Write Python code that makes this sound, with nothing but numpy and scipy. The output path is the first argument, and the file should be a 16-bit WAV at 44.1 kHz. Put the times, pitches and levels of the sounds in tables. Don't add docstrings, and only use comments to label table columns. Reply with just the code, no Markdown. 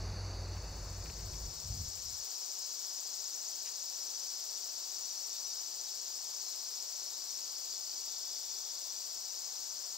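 import sys
import numpy as np
from scipy import signal
from scipy.fft import rfft, irfft, next_fast_len
from scipy.io import wavfile
from scipy.ndimage import uniform_filter1d, map_coordinates

SR = 44100
rng = np.random.default_rng(int(sys.argv[2]) if len(sys.argv) > 2 else 0)


def volts_from_decibels(level):
    exponent = np.asarray(level, float) / 20
    return 10 ** exponent


def transcribe(signal):
    frames = np.atleast_2d(signal).T
    limited = np.clip(frames, -1, 1)
    pcm = np.round(limited * 32767).astype(np.int16)
    wavfile.write(sys.argv[1], SR, pcm)


N = 439677
COARSE = np.arange(0, N + 32, 32)


def unit(x):
    return x / np.sqrt(np.mean(x ** 2) + 1e-20)


def along(points, hz):
    f, v = np.transpose(points)
    return np.interp(np.log(hz + 1), np.log(f + 1), v)


def curves(rows):
    s, *cols = np.transpose(rows)
    return [np.interp(np.arange(N) / SR, s, c) for c in cols]


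def wobble(rate):
    knots = rng.standard_normal(int(N * rate / SR) + 4)
    return np.interp(np.arange(N), COARSE, map_coordinates(knots, [COARSE * rate / SR]))


def swells(rows, edge):
    t = COARSE / SR
    gain = 0
    for s, length, db in rows:
        inside = np.clip(np.minimum(t - s, s + length - t) / edge, 0, 1)
        gain = gain + volts_from_decibels(db) * np.sin(np.pi / 2 * inside) ** 2
    return np.interp(np.arange(N), COARSE, gain)


def filtered(x, response):
    m = next_fast_len(N + SR // 2)
    return irfft(rfft(x, m) * response(np.fft.rfftfreq(m, 1 / SR)), m)[..., :N]


def coloured(x, spectrum):
    return unit(filtered(x, lambda hz: volts_from_decibels(along(spectrum, hz))))


def hiss(spectrum, patchy_db):
    z = signal.stft(rng.standard_normal(N), nperseg=512)[2]
    field = uniform_filter1d(rng.standard_normal(z.shape), size=3, axis=0)
    field = uniform_filter1d(field, size=8, axis=1)
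    patchy = signal.istft(z * volts_from_decibels(patchy_db * unit(field)), nperseg=512)[1]
    return coloured(patchy[:N], spectrum)


def beats(rate, jitter):
    done = np.cumsum(rate) / SR
    s = np.interp(np.arange(1, int(done[-1])), done, np.arange(N) / SR)
    return np.clip(s + jitter * rng.standard_normal(2500)[:len(s)], 0, N / SR)


def pings(s, hz, db, t60, rise):
    first = np.ceil(s * SR).astype(int)
    at = first[:, None] + np.arange(800)
    t = at / SR - s[:, None]
    loudness = volts_from_decibels(np.asarray(db)[..., None] - 60 * t / t60) * (1 - np.exp(-t / rise))
    ring = loudness * np.sin(2 * np.pi * np.asarray(hz)[..., None] * t)
    return np.bincount(at.ravel(), ring.ravel(), N + 1000)[:N]


def bursts(s, hz, db, half, lag):
    at = np.round(s * SR).astype(int)[:, None] + np.arange(192)
    t = (at - 96) / SR - s[:, None]
    swell = volts_from_decibels(db)[:, None] * np.exp(-.5 * ((t - lag) / half) ** 2)
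    tone = swell * np.cos(2 * np.pi * (hz[:, None] * t - SLIP_HZ * s[:, None]))
    return np.bincount(at.ravel(), tone.ravel(), N + 1000)[96:N + 96]


# t/s, length/s, level/dB
ENGINE_SURGES = [
    [(-.1, 0.79, -45.5), (.62, 0.51, -47), (1.1, 0.19, -46.5), (1.25, 0.266, -45.5)],
    [(-.1, .74, -43), (.66, .4, -50), (1.2, 0.13, -44.5)],
]
ENGINE_HZ = [50.6, 93]


def engine_drone():
    t = np.arange(N) / SR
    drone = 0
    for surges, hz in zip(ENGINE_SURGES, ENGINE_HZ):
        turn = 2 * np.pi * hz * t + 0.95 * wobble(8.9)
        drone = drone + np.sqrt(2) * swells(surges, edge=0.062) * np.sin(turn)
    return drone


# t/s, length/s, level/dB
GUSTS = [
    (-.1, 1.65, -50.5),
    (.08, 0.12, -51),
    (1.4, 0.86, -60),
    (1.63, 0.25, -41.5),
    (1.8, 0.17, -54),
    (2.0, 0.17, -67),
]
# f/Hz, level/dB
WIND_TONE = [(12, -40), (20, -12.5), (38, -4), (86, -2.5), (169, -17), (231, -25.5), (320, -35), (420, -66),
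             (700, -120)]


def wind():
    return swells(GUSTS, edge=0.074) * hiss(WIND_TONE, patchy_db=2.0)


# f/Hz, level/dB
ROAD_TONE = [(88, -29), (150, 2), (242, -10.5), (352, -3.5), (923, -8.5), (1820, -18), (2520, -23),
             (3000, -25.5), (3900, -61), (6600, -120)]
# f/Hz, level/dB
HOLLOW_TONE = [(2500, -18.5), (3700, -16), (4550, -2), (5400, -10), (6000, -7.5), (6600, -15), (7600, -18),
               (8300, -34), (10000, -29.5), (15500, -39.5)]
# f/Hz, width/Hz
NOTCHES = [(3200, 700), (4080, 260), (5130, 330), (5680, 280), (7130, 400), (8200, 150)]


def hollow_outdoors():
    def notched(f):
        cuts = [(c * c - f * f + .02j * f * w) / (c * c - f * f + 1j * f * w) for c, w in NOTCHES]
        return np.prod(cuts, axis=0)

    outside = volts_from_decibels(-48.5) * hiss(HOLLOW_TONE, patchy_db=1.5)
    outside += volts_from_decibels(-51.5) * hiss(ROAD_TONE, patchy_db=0.5)
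    return filtered(outside, notched)


def roadside(left):
    return engine_drone() + wind() + left * hollow_outdoors()


# f/Hz, level/dB
CHORUS_TONE = [(1180, -53), (2000, -34), (3270, -16.5), (4060, -9), (4710, -1.5), (5310, 1.5), (6160, -4),
               (7130, -4.5), (8700, -15), (9100, -20), (10100, -27.5), (11200, -21), (13500, -16.5),
               (15800, -21)]


def far_chorus():
    return volts_from_decibels(-41) * hiss(CHORUS_TONE, patchy_db=1.25)


# f/Hz, level/dB
VALLEY_TONE = [(18, -60), (30, -29), (184, -17.5), (255, -11), (303, -5), (404, -2.5), (454, -3.5),
               (809, 1), (1960, -9.5), (3000, -8), (3900, -29), (6600, -120)]


def valley_hum():
    return volts_from_decibels(-57) * coloured(rng.standard_normal(N), VALLEY_TONE)


# t/s, clicks per second, belly pumps per second
SINGER = [(0, 195.3, 14.51), (2.2, 195.5, 14.07), (2.7, 195.9, 14.53), (3.3, 196.1, 14.41),
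          (4.4, 196.3, 14.83), (5.3, 196.6, 14.38), (6.2, 198.0, 15.02), (7.0, 196.9, 14.37),
          (7.3, 196.5, 14.62), (7.7, 197.8, 14.95), (9.97, 199.7, 14.87)]
# f/Hz, level/dB
BELLY_TONE = [(5300, 1), (5800, -1), (6200, -5), (7000, 4.5), (7600, -2), (8300, -12)]
# f/Hz, half-length/s, level/dB
SHELL = [
    (15250, .00055, -8),
    (14300, .0005, -14),
]
PUMP_START = -.218
SLIP_HZ = 50


def near_cicada():
    clicks, pumps = curves(SINGER)
    s = beats(clicks, jitter=.000006)
    at = np.minimum(s * SR, N - 1).astype(int)
    turn = 2 * np.pi * (PUMP_START + np.cumsum(pumps)[at] / SR)
    raised = .5 + .5 * np.cos(turn)
    chance = rng.standard_normal((2500, 4))[:len(s)]
    hz = 5550 + 2500 * (.5 + .5 * np.cos(turn + .1)) ** 0.92
    push_db = 1.5 * chance[:, 0] - 1.5 * np.sin(turn)
    song = bursts(s, hz, along(BELLY_TONE, hz) + push_db, half=.00045, lag=.00005)
    song += bursts(s, np.full(len(s), 5750), chance[:, 1] - 5, half=.00022, lag=0)
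    opened_db = push_db + 1.2 * chance[:, 3] - 25 / (1 + np.exp((raised - .4) / .08))
    for mode_hz, half, db in SHELL:
        song += bursts(s, mode_hz + 150 * chance[:, 2], opened_db + db, half, lag=.0003)
    level_db = -44 - 0.21 * np.arange(N) / SR
    return volts_from_decibels(level_db) * unit(song)


# t/s, peak level/dB, f/Hz
KNOCKS = [
    (0.5644, -37, 2460),
    (0.9294, -54, 2890),
    (1.056, -42, 2210),
    (1.0937, -41.5, 2410),
    (1.1957, -50, 1820),
    (1.3329, -48, 1740),
    (1.9694, -57, 3190),
]


def knocks():
    s, db, hz = np.transpose(KNOCKS)
    out = np.zeros(N)
    for ratio, share_db in [(.78, -8), (1, -25), (1.25, -8)]:
        out += pings(s, hz * ratio, db + share_db, t60=.015, rise=.0002)
    crack_tone = [(700, -40), (1300, 2), (2500, 3), (3800, -4), (6000, -36)]
    crack = coloured(rng.standard_normal(N), crack_tone)
    return out + crack * np.abs(pings(s, 11.3, db + 15, t60=0.032, rise=.0002))


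# overtone number, swells (t/s, length/s, level/dB), loss while raised/dB
RINGING = [
    (29, [(6.3, 1.5, -57), (7.6, 2.0, -50.5)], 6.5),
    (30, [(1.5, 2.6, -60), (3.7, 2.4, -51)], 12),
]


def ringing():
    clicks, pumps = [np.cumsum(rate) / SR for rate in curves(SINGER)]
    raised = .5 + .5 * np.cos(2 * np.pi * (PUMP_START + pumps) - .4)
    out = np.zeros(N)
    for order, rows, lost_db in RINGING:
        cycles = order * clicks - SLIP_HZ * np.arange(N) / SR
        tone = np.sin(2 * np.pi * cycles + .5 * wobble(10))
        out += swells(rows, edge=0.39) * unit(volts_from_decibels(0.91 * wobble(8) - lost_db * raised) * tone)
    return out


# t/s, length/s, level/dB
WHISTLE = [
    (1.5, 8.8, -64),
    (3.9, 1.7, -57),
    (5.5, 1.0, -62),
]


def whistler():
    t = np.arange(N) / SR
    flutter_db = 2 * np.sin(2 * np.pi * 30 * t + wobble(3)) + 1.8 * wobble(6)
    tone = np.sin(2 * np.pi * 5481 * t + 0.74 * wobble(14))
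    return swells(WHISTLE, edge=0.43) * unit(volts_from_decibels(flutter_db) * tone)


def steady_cicada(rows, rate, hz, t60, edge):
    s = beats(rate * (1 + 0.004 * wobble(1.5)), jitter=0.0002)
    chance = rng.standard_normal((2500, 2))[:len(s)]
    song = pings(s, hz * (1 + .012 * chance[:, 0]), 1.8 * chance[:, 1], t60, rise=.001)
    return swells(rows, edge) * unit(song)


# t/s, length/s, level/dB
RATTLE = [
    (2, 8.5, -64),
    (3.4, 3.2, -60),
    (7.0, 2.6, -59),
    (7.1, 1.6, -62),
]


def rattling_cicada():
    return steady_cicada(RATTLE, 47.8, hz=4720, t60=.012, edge=.8)


# t/s, level/dB, f/Hz, length/s
BIRDS = [(2.6, -59, 4050, .08), (5.32, -57, 3640, .07), (5.3, -61, 3990, .12), (5.43, -60, 3830, .12),
         (5.48, -61, 3650, .07), (5.66, -57, 4140, .09), (5.73, -59, 4330, .08), (5.85, -54, 3860, .06),
         (5.87, -61, 3480, .04), (6.39, -58, 4150, .07), (6.45, -53, 4160, .07), (6.94, -60, 3600, .04),
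         (6.96, -56, 4110, .11), (7.09, -55, 4110, .12), (7.12, -56, 3740, .05), (7.7, -62, 4000, .06),
         (7.72, -60, 3490, .05)]


def birds():
    out = np.zeros(N)
    for s, db, hz, length in BIRDS:
        t = np.arange(int(length * SR)) / SR
        bend = .05 if hz > 3950 else -.04
        note = np.sin(2 * np.pi * hz * t * (1 + bend * (t - length)))
        out[round(s * SR):][:len(t)] += volts_from_decibels(db + .8) * np.sin(np.pi * t / length) * note
    return out


# t/s, level/dB, length/s, f/Hz
SCUFFS = [
    (3.645, -53, .055, 2500),
    (6.52, -58, .04, 3600),
]


def scuffs():
    noise = rng.standard_normal(N)
    out = np.zeros(N)
    for s, db, length, hz in SCUFFS:
        t = np.arange(N) / SR - s
        tone = [(hz / 4, -40), (hz / 1.6, -3), (hz, 0), (hz * 1.5, -3), (hz * 4, -5.5), (hz * 5, -40)]
        out += volts_from_decibels(db) * coloured(noise, tone) * np.sin(np.pi * np.clip(t / length, 0, 1))
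    return out


# t/s, length/s, level/dB
BUZZ = [
    (7.9, 1.26, -63.5),
]


def buzzing_cicada():
    return steady_cicada(BUZZ, 119, hz=3560, t60=.02, edge=.25)


# f/Hz, time to fall 60 dB/s
WOODS = [(1000, 0.19), (6000, 0.94), (15000, 0.074)]


def woods(x):
    hz, t, z = signal.stft(rng.standard_normal((2, SR // 2)), SR, nperseg=256)
    dying = volts_from_decibels(-60 * t / along(WOODS, hz)[:, None])
    tail = signal.istft(z * dying, SR, nperseg=256)[1]
    return signal.fftconvolve(x[None], tail / np.linalg.norm(tail[0]), axes=1)[:, :N]


# f/Hz, likeness from 0 to 1
ALIKE = [(100, .2), (400, 0.56), (1400, 0.5), (3100, 0.43), (5500, 0.93), (8000, 0.15), (11000, 0.22),
         (15000, 0.17)]
# f/Hz, phase/radians
LEAD = [(340, -1.5), (1030, -1.0), (4220, -.4), (6630, -1.3), (8440, -1.6), (10200, -2.2), (15100, -2)]
# f/Hz, level/dB
LEAN = [(60, -2), (150, 9), (380, 13), (950, 11.5), (2380, 7.5), (4400, 6), (6000, 7), (9000, 8),
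        (15000, -1)]
# f/Hz, level/dB
SHADE = [(5000, 6.5), (6100, -6.5), (6600, 6), (7100, -5), (7700, -40), (8300, 12), (14000, 0),
         (15500, -11)]


def ports(same, other, near):
    def alike(hz):
        return np.clip(along(ALIKE, hz), 0, 1)

    def across(hz):
        return np.exp(-1j * along(LEAD, hz)) * volts_from_decibels(-along(LEAN, hz))

    right = filtered(same, lambda hz: alike(hz) * across(hz))
    right += filtered(other, lambda hz: np.sqrt(1 - alike(hz) ** 2) * volts_from_decibels(-along(LEAN, hz)))
    right += filtered(near, lambda hz: across(hz) * volts_from_decibels(along(SHADE, hz)))
    return np.array([same + near, right])


def lake():
    drift = volts_from_decibels(0.1 * wobble(1.27))
    bed = [drift * (far_chorus() + valley_hum()) for ear in range(2)]
    voices = near_cicada() + ringing() + whistler() + rattling_cicada() + buzzing_cicada() + birds()
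    echo = volts_from_decibels(-8) * woods(voices)
    return ports(echo[0] + bed[0], echo[1] + bed[1], voices + knocks() + scuffs())


DISSOLVE = (.27, 2.25)


def scene():
    arrived = np.interp(np.arange(N) / SR, DISSOLVE, [0, 1])
    return roadside(1 - arrived) + arrived * lake()


def top_cut(x):
    return signal.sosfilt(signal.butter(12, 16550, fs=SR, output="sos"), x)


def record(dry):
    mix = filtered(dry, lambda hz: hz < 15745)
    return top_cut(mix)


dry = scene()
out = record(dry)
transcribe(out)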